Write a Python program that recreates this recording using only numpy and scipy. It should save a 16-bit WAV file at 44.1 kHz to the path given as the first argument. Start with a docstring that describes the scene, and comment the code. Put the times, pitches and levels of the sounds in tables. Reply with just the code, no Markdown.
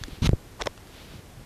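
"""Plastic tool case, close up

A quiet room, a hand-held camera close to a hollow plastic case. A small switch ticks; the grip scuffs
and bumps the camera, right at the microphone. A plastic part scrapes the lid and clacks twice, ringing
its stiff shell and hollow modes. Fingers then slide softly over the lid, above a low rumble and hiss."""
import sys
import numpy as np
from scipy import signal
from scipy.fft import rfft, irfft, next_fast_len
from scipy.io import wavfile

SR = 44100
rng = np.random.default_rng(int(sys.argv[2]) if len(sys.argv) > 2 else 0)


def generate_wav(sig):
    """Save sig (samples, or channels by samples) to the path in sys.argv[1] as 16-bit PCM at SR."""
    pcm = np.round(np.clip(np.atleast_2d(sig).T, -1, 1) * 32767).astype(np.int16)
    wavfile.write(sys.argv[1], SR, pcm)


N = 63945

# hard contacts on the lid: start_s, level_db, shell_pitch_ratio, hollow_db, hollow_pitch_ratio, t60_ratio
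LID_CLACKS = [(0.612, -34, 1.1, -7, 1.5, 0.79), (0.6138, -27.5, 1.2, 6, 1.4, 0.55),
              (.620, -16.5, 1.066, -3.5, 0.765, 0.92), (0.6601, -29, 1, 8.5, 0.82, 0.43),
              (0.6703, -17.5, 1.016, 3.5, 0.993, 1.0)]
# stiff modes of the plastic shell: pitch_hz, level_db, t60_s
SHELL_MODES = [(1593, 1, 0.0037), (2000, -1.5, 0.0085), (2480, -6.5, .007), (3130, -1, 0.0067),
               (3530, -1.5, 0.0062), (4010, -13, 0.0097), (5260, -5, 0.0083), (6670, -15, 0.0076),
               (8900, -20, 0.0035)]
# hollow modes of the lid: pitch_hz, level_db, t60_s
HOLLOW_MODES = [(497, -10, .015), (574, 3.5, 0.016), (980, -4.5, 0.021)]
# spectrum of a hard contact: frequency_hz, level_db
CRACK_SPECTRUM = [(200, 13), (1000, -1.5), (6000, 7), (9000, -7), (12000, -8), (14000, -14)]
# scrapes leading into the clacks: start_s, end_s, final_level_db, rise_db
LID_SCRAPES = [(0.592, 0.6181, -25, 24), (0.656, .672, -27, 12)]
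# spectrum of plastic scraping the lid: frequency_hz, level_db
SCRAPE_SPECTRUM = [(100, -16), (250, 0), (400, 0.5), (1000, 5.5), (1600, -1.5), (2500, -9.5), (5700, -17),
                   (8000, -19), (14000, -49)]
# two pushes of the grip on the camera: start_s, end_s, final_level_db, rise_db
GRIP_SCUFFS = [(0.22, 0.256, -28.5, 10), (.255, 0.2741, -25.5, -0.5)]
# spectrum of the scuffing grip: frequency_hz, level_db
SCUFF_SPECTRUM = [(100, -11), (300, 10.5), (700, -6), (1000, 3.5), (1700, -6), (2600, 0.5), (4100, 3),
                  (4900, -6.5), (6100, -2.5), (7200, -14.5), (11500, -18), (14000, -30)]
# dull bumps of the grip: start_s, level_db, pitch_hz, t60_s
GRIP_BUMPS = [(0.013, -24, 102, 0.048), (.038, -27.5, 34.7, 0.1), (.082, -27, 280, 0.034),
              (0.12, -24.5, 57, 0.042), (.128, -27, 136, 0.037), (0.174, -30, 69, 0.062),
              (.186, -33, 373, 0.023), (.2205, -8, 93.5, 0.034), (0.2255, -14.5, 204.5, 0.041),
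              (0.2329, -20.5, 186.4, 0.13), (0.2441, -12, 145, 0.056), (0.2573, -8.5, 194, 0.024),
              (.268, -8, 62.4, 0.05), (0.2916, -2.5, 126, 0.029), (.309, -23, 60, 0.042),
              (0.316, -16.5, 82, 0.042), (.331, -2, 94, 0.032), (0.335, -11.5, 40, 0.037),
              (0.607, -31, 47, 0.19), (0.659, -24, 92, 0.024), (1.136, -29, 392, 0.011),
              (1.141, -32, 172, 0.068), (1.155, -25.5, 111, 0.026), (1.191, -30.5, 130, 0.029),
              (1.373, -34.5, 119, 0.063)]
# firm knocks on the camera: start_s, level_db, push_db, contact_s
CAMERA_KNOCKS = [(0.2923, -19, 5, 0.000035), (.3308, -4, -23, 0.0018)]
# modes of the camera body: pitch_hz, level_db, t60_s
CAMERA_MODES = [(344, 0.5, 0.015), (444, -8, 0.014)]
# small sharp ticks: start_s, level_db, pitch_ratio, crack_db
SWITCH_TICKS = [(.037, -22.5, 1.015, -9.5), (0.0646, -50, 1.6, 6), (0.082, -41.5, 1.3, -6),
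                (.1105, -42, 0.51, -12), (0.285, -46, 0.67, -15), (.313, -42, 1.16, -15),
                (.6325, -42, 0.82, -10), (0.637, -36.5, 0.69, -14), (.659, -37.5, 1.7, 7),
                (0.7723, -49, 0.94, -10), (.777, -42, .82, 0.5), (0.872, -44.5, 1.04, -14)]
# modes of the switch: pitch_hz, level_db, t60_s
SWITCH_MODES = [(1650, 1, 0.007), (3380, -3.5, 0.011), (4520, 0.5, 0.0036), (6280, -9, 0.013),
                (7360, -18, 0.013), (9700, -19, 0.0063)]
# finger strokes on the lid: middle_s, half_length_s, level_db
FINGER_SLIDES = [(0.14, 0.041, -50), (0.01, .05, -51), (0.956, 0.048, -53.5), (1.035, 0.049, -53),
                 (1.146, 0.04, -52.5)]
# spectrum of skin on plastic: frequency_hz, level_db
SLIDE_SPECTRUM = [(100, -8), (400, 4), (1000, -5.5), (1700, -3.5), (2500, -1.5), (3300, -0.5), (4200, -2),
                  (5400, -8), (8000, -17), (14000, -17)]
# rumble and hiss of the room: frequency_hz, level_db
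ROOM_TONE_SPECTRUM = [(15, -33), (25, 4.5), (164, -6), (237, -10), (353, -11.5), (1050, -20.5), (1870, -23),
                      (2500, -25), (3100, -26), (4140, -27.5), (14000, -34.5)]

HOLLOW_ATTACK_S, HOLLOW_LAG_S = 0.0012, 0.0012
CLACK_CRACK_DB, CLACK_CRACK_T60_S = -14, 0.0094
BUMP_ATTACK_S, PUSH_T60_S = 0.001, 0.0027
SLIPS_PER_S, SLIP_SPREAD_DB, FRICTION_EDGE_S = 8100, 3, 0.0012


def lid():
    """Plastic scrapes along the lid and stops with a clack; the hollow ring follows."""
    out = sum(friction(*scrape, SCRAPE_SPECTRUM) for scrape in LID_SCRAPES)
    swell = 1 - np.exp(-seconds(SR // 8) / HOLLOW_ATTACK_S)
    for start, db, pitch, hollow_db, hollow_pitch, t60_ratio in LID_CLACKS:
        shell = ring(SHELL_MODES, pitch, t60_ratio)
        add(out, start, amp(db) * (shell + amp(CLACK_CRACK_DB) * crack(CLACK_CRACK_T60_S)))
        hollow = sum(ring([mode], hollow_pitch, t60_ratio) for mode in HOLLOW_MODES)
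        add(out, start + HOLLOW_LAG_S, amp(db + hollow_db) * swell * hollow)
    return out


def grip():
    """Handling noise at the microphone: a scuff, dull bumps, two knocks that push and ring the camera."""
    out = sum(friction(*scuff, SCUFF_SPECTRUM) for scuff in GRIP_SCUFFS)
    t = seconds(SR // 8)
    for start, db, hz, t60 in GRIP_BUMPS:
        envelope = fade(t, t60) * (1 - np.exp(-t / BUMP_ATTACK_S))
        add(out, start, amp(db) * np.sin(2 * np.pi * hz * t) * envelope)
    for start, db, push_db, contact_s in CAMERA_KNOCKS:
        body = sum(ring([mode]) for mode in CAMERA_MODES)
        push = amp(push_db) * fade(t, PUSH_T60_S)
        onset = 1 - np.exp(-(t / contact_s) ** 2)
        add(out, start, amp(db) * (body + push) * onset)
    return out


def switch():
    """Light ticks ring the small switch, each with a crack of contact noise."""
    out = np.zeros(N)
    for start, db, pitch, crack_db in SWITCH_TICKS:
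        tick = ring(SWITCH_MODES, pitch) + amp(crack_db) * crack(t60_s=0.0093)
        add(out, start, amp(db) * tick)
    return out


def fingers():
    """Skin sliding on plastic swells and fades with the speed of the hand."""
    t = seconds()
    speed = sum(amp(db) * np.exp(-.5 * ((t - middle) / half) ** 2) for middle, half, db in FINGER_SLIDES)
    return speed * coloured(rng.standard_normal(N), SLIDE_SPECTRUM)


def room_tail(sound, level_db=-28, t60_s=0.074):
    """The room's reflections, short and faint at this close distance."""
    t = seconds(SR // 3)
    tail = rng.standard_normal(len(t)) * fade(t, t60_s)
    return amp(level_db) * signal.fftconvolve(sound, tail / np.linalg.norm(tail))[:N]


def room_tone(level_db=-46.5):
    """Steady low rumble and hiss."""
    return amp(level_db) * coloured(rng.standard_normal(N), ROOM_TONE_SPECTRUM)


def ring(modes, pitch=1, t60_ratio=1):
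    """Damped modes of a struck part, alternating in sign; their levels vary a little at each blow."""
    t = seconds(SR // 8)
    out = np.zeros(len(t))
    for k, (hz, db, t60) in enumerate(modes):
        gain = (-1) ** k * amp(db + rng.normal(0, 1))
        out += gain * np.sin(2 * np.pi * hz * pitch * t) * fade(t, t60 * t60_ratio)
    return out


def crack(t60_s):
    """The brief noise of a hard contact."""
    t = seconds(SR // 8)
    return coloured(rng.standard_normal(len(t)), CRACK_SPECTRUM) * fade(t, t60_s)


def friction(start, end, final_db, rise_db, spectrum):
    """Dense tiny slips that follow a ramp of pressure and stop abruptly."""
    t = seconds()
    slips = (rng.random(N) < SLIPS_PER_S / SR) * rng.choice([-1, 1], N)
    strength = amp(SLIP_SPREAD_DB * rng.standard_normal(N))
    onset = np.clip((t - start) / FRICTION_EDGE_S, 0, 1)
    release = np.clip((end - t) / FRICTION_EDGE_S + .5, 0, 1)
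    pressure = amp(final_db - rise_db * np.clip((end - t) / (end - start), 0, 1))
    return coloured(slips * strength, spectrum) * onset * release * pressure


def amp(db):
    """Decibels to gain."""
    return 10 ** (np.asarray(db) / 20)


def seconds(size=N):
    """A time axis."""
    return np.arange(size) / SR


def fade(t, t60):
    """Exponential decay, 60 dB down at t60."""
    return np.exp(-np.log(1000) * t / t60)


def add(track, start_s, sound):
    """Mix a sound in at start_s."""
    i = max(0, round(start_s * SR))
    part = sound[:max(0, N - i)]
    track[i:i + len(part)] += part


def coloured(x, spectrum):
    """x shaped by a spectrum, at rms 1."""
    hz, db = np.transpose(spectrum)
    f = np.fft.rfftfreq(len(x), 1 / SR)
    gain = amp(np.interp(np.log(f + 1), np.log(hz), db))
    shaped = irfft(rfft(x) * gain, len(x))
    return shaped / np.sqrt(np.mean(shaped ** 2) + 1e-20)


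def scene():
    """Close handling sounds over room tone, in mono; only the switch and lid get the room's tail."""
    case = switch() + lid()
    return (case + room_tail(case) + grip() + fingers() + room_tone())[None]


def record(dry):
    """The camera's microphone drops the deepest bass and keeps nothing above its band limit."""
    low_cut_hz, top_hz = 21.5, 14200
    size = next_fast_len(N + SR // 4)
    f = np.fft.rfftfreq(size, 1 / SR)
    low_cut = 1j * f / (1j * f + low_cut_hz)
    return irfft(rfft(dry, size) * low_cut * (f < top_hz), size)[:, :N]


dry = scene()
out = record(dry)
generate_wav(out)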